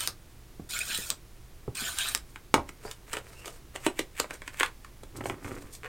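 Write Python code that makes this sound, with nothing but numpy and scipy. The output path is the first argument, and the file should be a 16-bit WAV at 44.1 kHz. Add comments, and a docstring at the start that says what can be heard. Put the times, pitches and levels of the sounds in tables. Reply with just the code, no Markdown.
"""A tape runner rasps three times along a card flap: gears ratchet, glue tears, the spool ticks and squeaks, the tape
snaps off. The runner clacks down on a table; the card is flexed with snaps and rustles, and its fold is rubbed.
Grains of noise, shaped in spectrum and envelope, make the rasp and rustle; short scattered pushes into resonances
and body responses make the ticks, cracks, knocks and snaps; unsteady tones make the squeaks.
A short diffuse room tail and a low hum surround it all."""
import sys
import numpy as np
from scipy import signal
from scipy.fft import rfft, irfft, next_fast_len
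from scipy.io import wavfile
from scipy.ndimage import uniform_filter1d, map_coordinates

SR = 44100
rng = np.random.default_rng(int(sys.argv[2]) if len(sys.argv) > 2 else 0)


def log_audio(samples):
    """Write samples as a 16-bit WAV file to the path given in sys.argv[1]."""
    # one column per channel
    frames = np.atleast_2d(samples).T
    # limit to full scale, then quantise
    limited = np.clip(frames, -1, 1)
    pcm = np.round(limited * 32767).astype(np.int16)
    wavfile.write(sys.argv[1], SR, pcm)


N = 259293
TIME = np.arange(N) / SR
BRIEF = TIME[:SR // 3]

# rel_db: level before later gains or normalising
# room noise: freq_hz, rel_db
ROOM_NOISE_SPECTRUM = [(11, -10.5), (18, -5.5), (53, -11), (139, -21), (239, -28), (355, -25.5), (529, -33),
                       (1050, -36), (1280, -37.5), (1800, -38), (3450, -41), (10700, -44.5), (16000, -47)]
# runner on the card: start_s, end_s, case_rel_db
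STROKES = [(0.0, 0.07, -43.5), (.692, 1.104, -46), (1.749, 2.146, -45)]
# hand bearing down: middle_s, half_length_s, extra_db
SURGES = [(0.022, 0.044, 5), (0.754, 0.06, 8.5), (0.924, 0.046, 11.5), (1.81, .04, 8), (1.88, .03, 9),
          (2.008, 0.031, 10), (2.07, 0.037, 9)]
# scraping runner case: freq_hz, rel_db
SCRAPE_SPECTRUM = [(150, -5), (250, -2), (461, -7), (626, 0.5), (873, -4), (1530, 9), (2100, 3), (2460, 10),
                   (2770, 3.5), (3050, 8), (3970, 9.5), (6000, -4), (7800, -28), (13200, -120)]
# tearing glue: freq_hz, rel_db
GLUE_SPECTRUM = [(3240, -19), (5500, 3), (5930, -2), (7190, 8), (7760, 1.5), (8600, 9), (10800, -3.5),
                 (14200, 1.5), (16000, -8)]
# spool catches: start_s, rel_db
SPOOL_CATCHES = [(0.0064, -21.5), (0.7901, -21.5), (0.9477, -25), (0.9762, -23.5), (1.7525, -31),
                 (1.921, -39), (1.9865, -18), (2.0867, -24), (2.176, -31.5)]
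# spool wheel resonances: freq_hz, width_hz, rel_db
WHEEL_MODES = [(4000, 500, -13), (6130, 6700, -13.5), (8420, 580, -2.5)]
# tape breaks: start_s, rel_db
TAPE_BREAKS = [(.0751, -4.5), (1.1033, -4), (2.1495, -2)]
# plastic case resonances: freq_hz, width_hz, rel_db
CASE_MODES = [(1300, 290, -36), (3900, 300, 0.5), (5090, 630, 2), (8040, 2000, 1)]
# case nose on the card: freq_hz, width_hz, rel_db
NOSE_MODES = [(587, 1500, -1), (1220, 330, 1)]
# blows on the table: start_s, rel_db, hardness_hz
TABLE_BLOWS = [(0.597, -32.5, 257), (.987, -37, 500), (1.679, -28, 230), (2.5418, -13, 9000),
               (2.58, -24.5, 1090), (2.851, -34, 795), (5.033, -42.5, 500), (5.257, -32.5, 200)]
# table top modes: freq_hz, rel_db, t60_s
TABLE_MODES = [(72.4, -2.5, 0.28), (114.1, -2.5, 0.28), (270.7, -9.5, 0.32), (353, -19, 0.78),
               (400, -6, 0.33), (582, -1, 0.26), (809, -1.5, 0.23), (952, -2.5, 0.22), (1065, -1, 0.2),
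               (1290, -1, 0.11), (2080, -21, 0.16)]
# table thud response: freq_hz, rel_db
THUD_RESPONSE = [(50, -25), (115, -1.5), (190, 0), (400, 3), (800, -1), (1200, -.5), (1850, -10.5),
                 (2450, -7), (4500, -20.5), (9000, -13.5), (15000, -34)]
# spool squeaks, later fingertips on the card: middle_s, length_s, pitch_hz, rel_db
SQUEAKS = [(.754, .026, 7300, -34.5), (.772, 0.076, 1425, -43), (.769, 0.02, 2280, -36),
           (.813, .022, 2470, -29.5), (.91, 0.054, 1580, -38.5), (.947, .032, 2950, -37.5),
           (1.812, 0.045, 1473, -42.5), (1.855, .03, 7360, -37), (1.881, .04, 1497, -37.5),
           (2.005, 0.066, 1580, -37.5), (2.018, .04, 3300, -34), (2.08, .04, 4020, -35),
           (2.874, 0.051, 4760, -50.5), (3.401, .12, 2710, -54.5)]
# card snaps: start_s, level_db, crisp_edge_rel_db, low_flap_rel_db (both relative to level_db)
CARD_SNAPS = [(2.358, -36.5, -12, -16), (2.69, -36.5, -5, -7), (2.912, -42.5, 7, -18),
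              (3.131, -34.5, 4, -5.5), (3.136, -29, -6, -9), (3.168, -30, -7.5, -5), (3.457, -43.5, 6, 3),
              (3.478, -39, -0.5, -1), (3.759, -33, -3, -3), (3.864, -22, -2.5, 4), (3.991, -23.5, -2, 0),
              (4.199, -24, 3, -0.5), (4.242, -38.5, -19, 3), (4.307, -31.5, -9.5, -6.5),
              (4.418, -38, -10, -6.5), (4.477, -33, -5, -11.5), (4.598, -25, -0.5, -18),
              (4.607, -19, -17, -8), (4.631, -16.5, -11.5, -23), (4.66, -33, -5, -14),
              (4.846, -41, -9, -18), (5.034, -51, 3, -9), (5.21, -43, -9, 8), (5.238, -44, -10, 3),
              (5.256, -32.5, -11, 4.5), (5.297, -29.5, -11.5, -1), (5.445, -39, -16, -2),
              (5.75, -56, 11.5, -7)]
# card response: freq_hz, rel_db
CARD_RESPONSE = [(90, -6), (200, -7), (320, 6), (500, 3), (720, 1), (1100, 6), (1700, 7), (2400, 6),
                 (3800, -10), (5500, -17.5), (8000, -11.5), (11000, -23), (16000, -26.5)]
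# flap, body and crisp edge of a snap: low_hz, high_hz
CARD_BANDS = [(150, 850), (900, 3600), (4000, 15000)]
# finger slides: fastest_s, rise_s, rustle_rel_db, hiss_rel_db
SWIPES = [(2.296, 0.011, -66, -56), (2.863, 0.041, -47.5, -49.5), (3.085, .015, -51, -55),
          (3.155, 0.02, -38, -48), (3.28, 0.049, -55.5, -58), (3.39, 0.044, -61.5, -58),
          (3.477, 0.043, -49, -49), (3.755, 0.0097, -43, -48), (3.83, .04, -53, -54.5),
          (4.235, .014, -44, -51), (4.306, 0.0046, -41, -51), (4.343, 0.01, -44, -44.5),
          (4.543, 0.0087, -49.5, -50.5), (4.646, 0.016, -39, -46), (5.171, 0.018, -54, -49.5),
          (5.27, 0.027, -55, -46), (5.453, 0.028, -50, -51), (5.56, 0.072, -54, -55.5),
          (5.737, 0.015, -77, -43.5), (5.838, .012, -47, -64), (5.865, .018, -46, -65)]
# rustling sheet: freq_hz, rel_db
SHEET_SPECTRUM = [(180, -18), (300, -23), (432, 14.5), (760, -1), (1190, 2.5), (3680, -6.5), (4600, -10),
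                  (5000, -15), (6500, -58), (11000, -120)]
# hissing skin: freq_hz, rel_db
SKIN_SPECTRUM = [(2350, -10.5), (4000, -1), (9220, 5.5), (10500, -7.5), (12500, 0), (16000, -13)]
# fold rubbed on the table: firmest_s, rise_s, rel_db
FOLD_RUBS = [(5.181, 0.033, -41), (5.295, 0.039, -42), (5.461, 0.034, -43.5), (5.536, 0.076, -47)]
# juddering fold: freq_hz, rel_db
JUDDER_SPECTRUM = [(26, -38), (45, -7), (113, 4.5), (200, -6), (284, 1), (388, -2), (669, -21),
                   (1000, -14.5), (1300, -15), (2200, -120)]
# case landing on the table: freq_hz, rel_db
CLATTER_RESPONSE = [(130, -8), (280, 5), (550, 5), (720, 0), (950, 6), (1400, 2), (1900, -14), (2350, -7.5),
                    (4000, -11), (8000, -12.5), (15000, -23)]
# room decay: freq_hz, t60_s
ROOM_DECAY = [(100, .25), (300, .19), (800, .18), (2000, .15), (5000, .14), (13000, .12)]
# capsule balance: freq_hz, right_over_left_db
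RIGHT_OVER_LEFT = [(100, 1.5), (1000, 1.4), (4000, 0.6), (12000, 0.44)]

ROOM_NOISE_DB = -49.8
GLUE_DB, GLUE_DB_PER_SURGE_DB = -43.5, 0.43
TEETH_START_HZ, TEETH_TOP_HZ, SPEED_UP_S = 130.7, 318.3, .12  # time constant, anew each stroke
BUCKLE_S = 0.0013  # time for a giving panel to peak
SWIPE_RELEASE, RUB_RELEASE = 1.73, 1.8  # ratio of release to rise
CRINKLES_PER_S = 110
SET_DOWN_S, SET_DOWN_DB = 2.5415, -15
TOP_HZ = 16100


def amp(db):
    """Decibels to gain."""
    return 10 ** (np.asarray(db) / 20)


def unit(x):
    """x at rms 1."""
    return x / np.sqrt(np.mean(x ** 2) + 1e-20)


def unit_peak(x):
    """x with its loudest 3 ms (132 samples) at rms 1."""
    return x / np.sqrt(uniform_filter1d(x ** 2, size=132, mode="constant").max() + 1e-20)


def along(points, hz):
    """(Hz, value) points interpolated on a log frequency axis."""
    f, v = np.transpose(points)
    return np.interp(np.log(hz + 1), np.log(f + 1), v)


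def wobble(rate_hz, size=N):
    """A smooth random curve with rate_hz knots a second."""
    knots = rng.standard_normal(int(size * rate_hz / SR) + 4)
    return map_coordinates(knots, [np.arange(size) * rate_hz / SR])


def swell(s, rise_s, release=1):
    """A smooth gesture peaking at s; its fall takes release times its rise."""
    return np.exp(-((TIME - s) / np.where(TIME < s, rise_s, rise_s * release)) ** 2)


def filtered(x, response):
    """x times a response of frequency."""
    m = next_fast_len(x.shape[-1] + 8192)
    return irfft(rfft(x, m) * response(np.fft.rfftfreq(m, 1 / SR)), m)[..., :x.shape[-1]]


def low_pass(hz, corner_hz):
    """First-order low-pass response."""
    return 1 / (1 + 1j * hz / corner_hz)


def high_pass(hz, corner_hz):
    """First-order high-pass response."""
    return 1j * hz / (corner_hz + 1j * hz)


def coloured(x, spectrum):
    """x with its spectrum weighted by the table, at rms 1."""
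    return unit(filtered(x, lambda hz: amp(along(spectrum, hz))))


def ringing(table, size=4096):
    """Causal impulse response of a body with the table's level at each frequency."""
    level_db = along(table, np.fft.rfftfreq(size, 1 / SR))
    cepstrum = irfft(np.log(amp(level_db) + 1e-6))
    cepstrum[1:size // 2] *= 2  # fold to minimum phase
    cepstrum[size // 2 + 1:] = 0
    return irfft(np.exp(rfft(cepstrum)))


def resonate(x, modes):
    """x through parallel resonances that fall off steeply above their pitch."""
    def response(hz):
        total = 0
        for centre_hz, width_hz, db in modes:
            damping = 1j * hz * width_hz
            band = damping / (centre_hz ** 2 - hz ** 2 + damping)
            total = total + amp(db) * band * low_pass(hz, centre_hz)
        return total
    return filtered(x, response)


def contact(t60_s, scatter):
    """One sharp push, then a decaying scatter of smaller ones."""
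    push = rng.standard_normal(len(BRIEF)) * amp(-60 * BRIEF / t60_s)
    push *= scatter / np.linalg.norm(push)
    push[0] = 1
    return push


def grains(per_s, spread_db):
    """Tiny slips of random size and sign at random moments, at rms 1."""
    size = amp(spread_db * np.minimum(rng.exponential(size=N), 4))
    return unit((rng.random(N) < per_s / SR) * size * rng.choice([-1, 1], N))


def crackle(envelope, spread_db):
    """Fibres or loose parts slip in a cluster of uneven sizes."""
    size = amp(spread_db * rng.standard_normal(len(envelope)))
    return envelope * size * rng.standard_normal(len(envelope))


def patchy(x, depth_db):
    """Narrow bands swell and fade in turn, as the grip on a ringing body shifts."""
    z = signal.stft(x, nperseg=256)[2]
    smoothing = np.outer(np.hanning(5), np.hanning(15))
    field = signal.fftconvolve(rng.standard_normal(z.shape), smoothing, "same")
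    return signal.istft(z * amp(depth_db * unit(field)), nperseg=256)[1][:N]


def add(track, s, sound):
    """Mix a sound into the track from time s."""
    start = max(round(s * SR), 0)
    track[start:start + len(sound)] += sound[:N - start]


def background(hum_hz=120.0, hum_db=-64):
    """Room rumble and faint hiss as shaped noise; a hum wavers in phase and level."""
    hum = unit(np.sin(2 * np.pi * hum_hz * TIME + .5 * wobble(15)) * amp(3.2 * wobble(10)))
    noise = coloured(rng.standard_normal(N), ROOM_NOISE_SPECTRUM)
    return amp(ROOM_NOISE_DB) * noise + amp(hum_db) * hum


def runner(tooth_decay=0.76, smooth_share=0.3, rasp_db=-.5):
    """Each gear tooth jerks the tape on and glue threads tear in a burst; a firmer hand makes both louder."""
    down, rasp, rate_hz = np.zeros(N), np.zeros(N), np.zeros(N)
    for start, end, db in STROKES:
        on = (TIME >= start) & (TIME < end)
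        down[on], rasp[on] = 1, amp(db)
        lag = np.exp((start - TIME[on]) / SPEED_UP_S)
        rate_hz[on] = TEETH_TOP_HZ + (TEETH_START_HZ - TEETH_TOP_HZ) * lag
    surge_db = sum(db * swell(s, half_s) for s, half_s, db in SURGES)

    teeth = np.cumsum(np.maximum(rate_hz, TEETH_START_HZ) * amp(.5 * wobble(60))) / SR
    strength = amp(0.95 * rng.standard_normal(N))[teeth.astype(int)]
    jerks = unit(smooth_share + strength * np.exp(-(teeth % 1) / tooth_decay))  # decay in tooth periods

    scrape = coloured(patchy(jerks * grains(11000, 4.2), depth_db=4.5), SCRAPE_SPECTRUM)
    tearing = coloured(patchy(jerks * grains(15000, 6.0), depth_db=3.0), GLUE_SPECTRUM)
    case = uniform_filter1d(rasp, size=256) * scrape
    glue = uniform_filter1d(down, size=256) * tearing
    return amp(rasp_db + surge_db) * case + amp(GLUE_DB + GLUE_DB_PER_SURGE_DB * surge_db) * glue


def spool_ticks(catch_db=-6.0):
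    """The spool catches: a scattered push excites the wheel's resonances."""
    out = np.zeros(N)
    for s, db in SPOOL_CATCHES:
        tick = resonate(contact(t60_s=0.017, scatter=1.0), WHEEL_MODES)
        add(out, s, amp(db + catch_db) * unit_peak(tick))
    return out


def tape_breaks(case_db=-21.5, dry_db=-21.5, dry_hz=2500, drag_db=-41, drag_s=0.01):
    """Breaking tape cracks directly and through the case, whose nose drags off the card."""
    out = np.zeros(N)
    dragging = BRIEF / drag_s * np.exp(1 - BRIEF / drag_s)
    for s, db in TAPE_BREAKS:
        crack = contact(t60_s=0.0036, scatter=0.68)
        dry_crack = filtered(crack, lambda hz: high_pass(hz, dry_hz) * low_pass(hz, 6000))
        drag = resonate(crackle(dragging ** 2, spread_db=-2.0), NOSE_MODES)
        add(out, s, amp(db + case_db) * unit_peak(resonate(crack, CASE_MODES)))
        add(out, s, amp(db + dry_db) * unit_peak(dry_crack))
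        add(out, s, amp(drag_db) * unit_peak(drag))
    return out


def table_knocks(ring_db=-15, level_db=-0.5):
    """A thud with the table top ringing; softer blows excite less treble."""
    out = np.zeros(N)
    thud = ringing(THUD_RESPONSE)
    for s, db, hardness_hz in TABLE_BLOWS:
        ring = np.zeros(len(BRIEF))
        for hz, mode_db, t60_s in TABLE_MODES:
            decay = amp(mode_db + rng.uniform(-0.52, 0.67) - 60 * BRIEF / t60_s)
            ring += decay * np.sin(2 * np.pi * (hz * BRIEF + rng.random()))
        blow = signal.fftconvolve(contact(t60_s=0.022, scatter=1.08), thud)[:len(BRIEF)]
        sound = unit_peak(blow) + amp(ring_db) * unit_peak(ring)
        sound = filtered(sound, lambda hz: low_pass(hz, hardness_hz) ** 2)
        add(out, s, amp(db + level_db) * unit_peak(sound))
    return out


def squeaks(waver=0.036, overtone_db=-16, level_db=-1):
    """The spool on its axle, or skin on the card, sticks and slips in short, unsteady tones."""
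    out = np.zeros(N)
    for s, length_s, pitch_hz, db in SQUEAKS:
        envelope = np.sin(np.pi * np.minimum(BRIEF / length_s, 1))
        phase = 2 * np.pi * np.cumsum(pitch_hz * (1 + waver * wobble(401, size=len(BRIEF)))) / SR
        flutter = amp(2.1 * wobble(305, size=len(BRIEF)))
        tone = unit(flutter * (np.sin(phase) + amp(overtone_db) * np.sin(2 * phase)))
        add(out, s - length_s / 2, amp(db + level_db) * envelope * tone)
    return out


def card_snaps(after_db=-15, after_t60_s=0.06, pop=0.6, scuff_db=-13, scuff_rise_s=0.11):
    """Bent card scuffs, pops through and settles: wide panels flap low, edges click high."""
    out = np.zeros(N)
    card = ringing(CARD_RESPONSE)
    bands = [signal.butter(3, band, "bandpass", fs=SR, output="sos") for band in CARD_BANDS]
    giving = BRIEF / BUCKLE_S * np.exp(1 - BRIEF / BUCKLE_S)
    settling = amp(after_db - 60 * BRIEF / after_t60_s)
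    bending = amp(-60 * BRIEF[::-1] / scuff_rise_s)  # rises 60 dB in scuff_rise_s
    for s, db, crisp_db, flap_db in CARD_SNAPS:
        slips = crackle(giving + settling, spread_db=4.0)
        slips[np.argmax(giving)] += pop * np.linalg.norm(slips)
        buckle = signal.fftconvolve(slips, card)
        for band, band_db in zip(bands, [flap_db, 0, crisp_db]):
            add(out, s, amp(db + band_db) * unit_peak(signal.sosfilt(band, buckle)))
        scuff = signal.fftconvolve(np.diff(crackle(bending, spread_db=10.0)), card)
        add(out, s - len(BRIEF) / SR, amp(db + crisp_db + scuff_db) * unit_peak(scuff))
    return out


def finger_slides(rustle_db=-3.5, hiss_db=-2.5, crinkle_db=-5):
    """Skin slips over the card in fine grains under a varying grip; small creases let go."""
    rustle = sum(amp(db) * swell(s, rise_s, SWIPE_RELEASE) for s, rise_s, db, _ in SWIPES)
    hiss = sum(amp(db) * swell(s, rise_s, SWIPE_RELEASE) for s, rise_s, _, db in SWIPES)
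    grip = unit(amp(4.2 * wobble(90)))
    sliding = amp(rustle_db) * rustle * coloured(grains(2000, 4.3), SHEET_SPECTRUM)
    sliding += amp(hiss_db) * hiss * coloured(grains(8700, 4.6), SKIN_SPECTRUM)
    creases = unit(signal.oaconvolve(grains(CRINKLES_PER_S, 3.2), ringing(CARD_RESPONSE))[:N])
    return grip * sliding + amp(crinkle_db) * rustle * creases


def set_down(rattle_db=-12, rattle_t60_s=0.19, rattle_hz=800):
    """The plastic case clacks on the table and its loose parts rattle briefly."""
    out = np.zeros(N)
    shell = ringing(CLATTER_RESPONSE)
    clack = signal.fftconvolve(contact(t60_s=0.02, scatter=1.9), shell)
    rattle = signal.fftconvolve(crackle(amp(-60 * BRIEF / rattle_t60_s), spread_db=5.5), shell)
    rattle = filtered(rattle, lambda hz: low_pass(hz, rattle_hz))
    add(out, SET_DOWN_S, amp(SET_DOWN_DB) * (unit_peak(clack) + amp(rattle_db) * unit_peak(rattle)))
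    return out


def fold_rubs(rub_db=0.5, split_db=-6, splits_per_s=45):
    """The pressed fold judders into the table and its fibres split."""
    pressing = sum(amp(db) * swell(s, rise_s, RUB_RELEASE) for s, rise_s, db in FOLD_RUBS)
    judder = coloured(grains(500, 3.7), JUDDER_SPECTRUM)
    splits = signal.oaconvolve(grains(splits_per_s, 1.4), ringing(CARD_RESPONSE))[:N]
    splits = unit(filtered(splits, lambda hz: low_pass(hz, 700)))
    return pressing * (amp(rub_db) * judder + amp(split_db) * splits)


def room(x, tail_db=-5.5, wall_db=-23.5, wall_delay_s=0.0099, build_s=0.0017):
    """A short diffuse tail, crossfaded between random patterns over time, plus one scattered reflection."""
    out = np.zeros(N)
    centres = np.linspace(0, N / SR, num=13)
    for centre in centres:
        hz, t, z = signal.stft(rng.standard_normal(len(BRIEF)), SR, nperseg=256)
        decay = amp(-60 * t / along(ROOM_DECAY, hz)[:, None])
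        tail = signal.istft(z * decay, SR, nperseg=256)[1][:len(BRIEF)]
        tail *= 1 - np.exp(-BRIEF / build_s)
        tail /= np.linalg.norm(tail)
        share = np.maximum(1 - np.abs(TIME - centre) / centres[1], 0)
        near = np.flatnonzero(share)
        add(out, near[0] / SR, amp(tail_db) * signal.fftconvolve((x * share)[near], tail))
    reflection = signal.oaconvolve(x, contact(t60_s=0.0038, scatter=0.71)[:256])
    add(out, wall_delay_s, amp(wall_db) * reflection)
    return out


def scene(apart_db=-23.0, apart_hz=2500, self_noise_db=-26):
    """Two close capsules hear nearly the same sound, with a frequency-dependent level balance."""
    work = runner() + spool_ticks() + tape_breaks() + table_knocks() + squeaks()
    work += card_snaps() + finger_slides() + set_down() + fold_rubs()
    mid = work + room(work) + background()
    side = filtered(mid, lambda hz: np.tanh(along(RIGHT_OVER_LEFT, hz) * np.log(10) / 40))
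    # echoes, mostly their treble, and background differ slightly between capsules
    echoes = filtered(room(work), lambda hz: high_pass(hz, apart_hz))
    side += amp(apart_db) * echoes + amp(self_noise_db) * background()
    return np.array([mid - side, mid + side])


def record(dry):
    """The recorder keeps nothing above its band limit."""
    return filtered(dry, lambda hz: hz < TOP_HZ)


dry = scene()
out = record(dry)
log_audio(out)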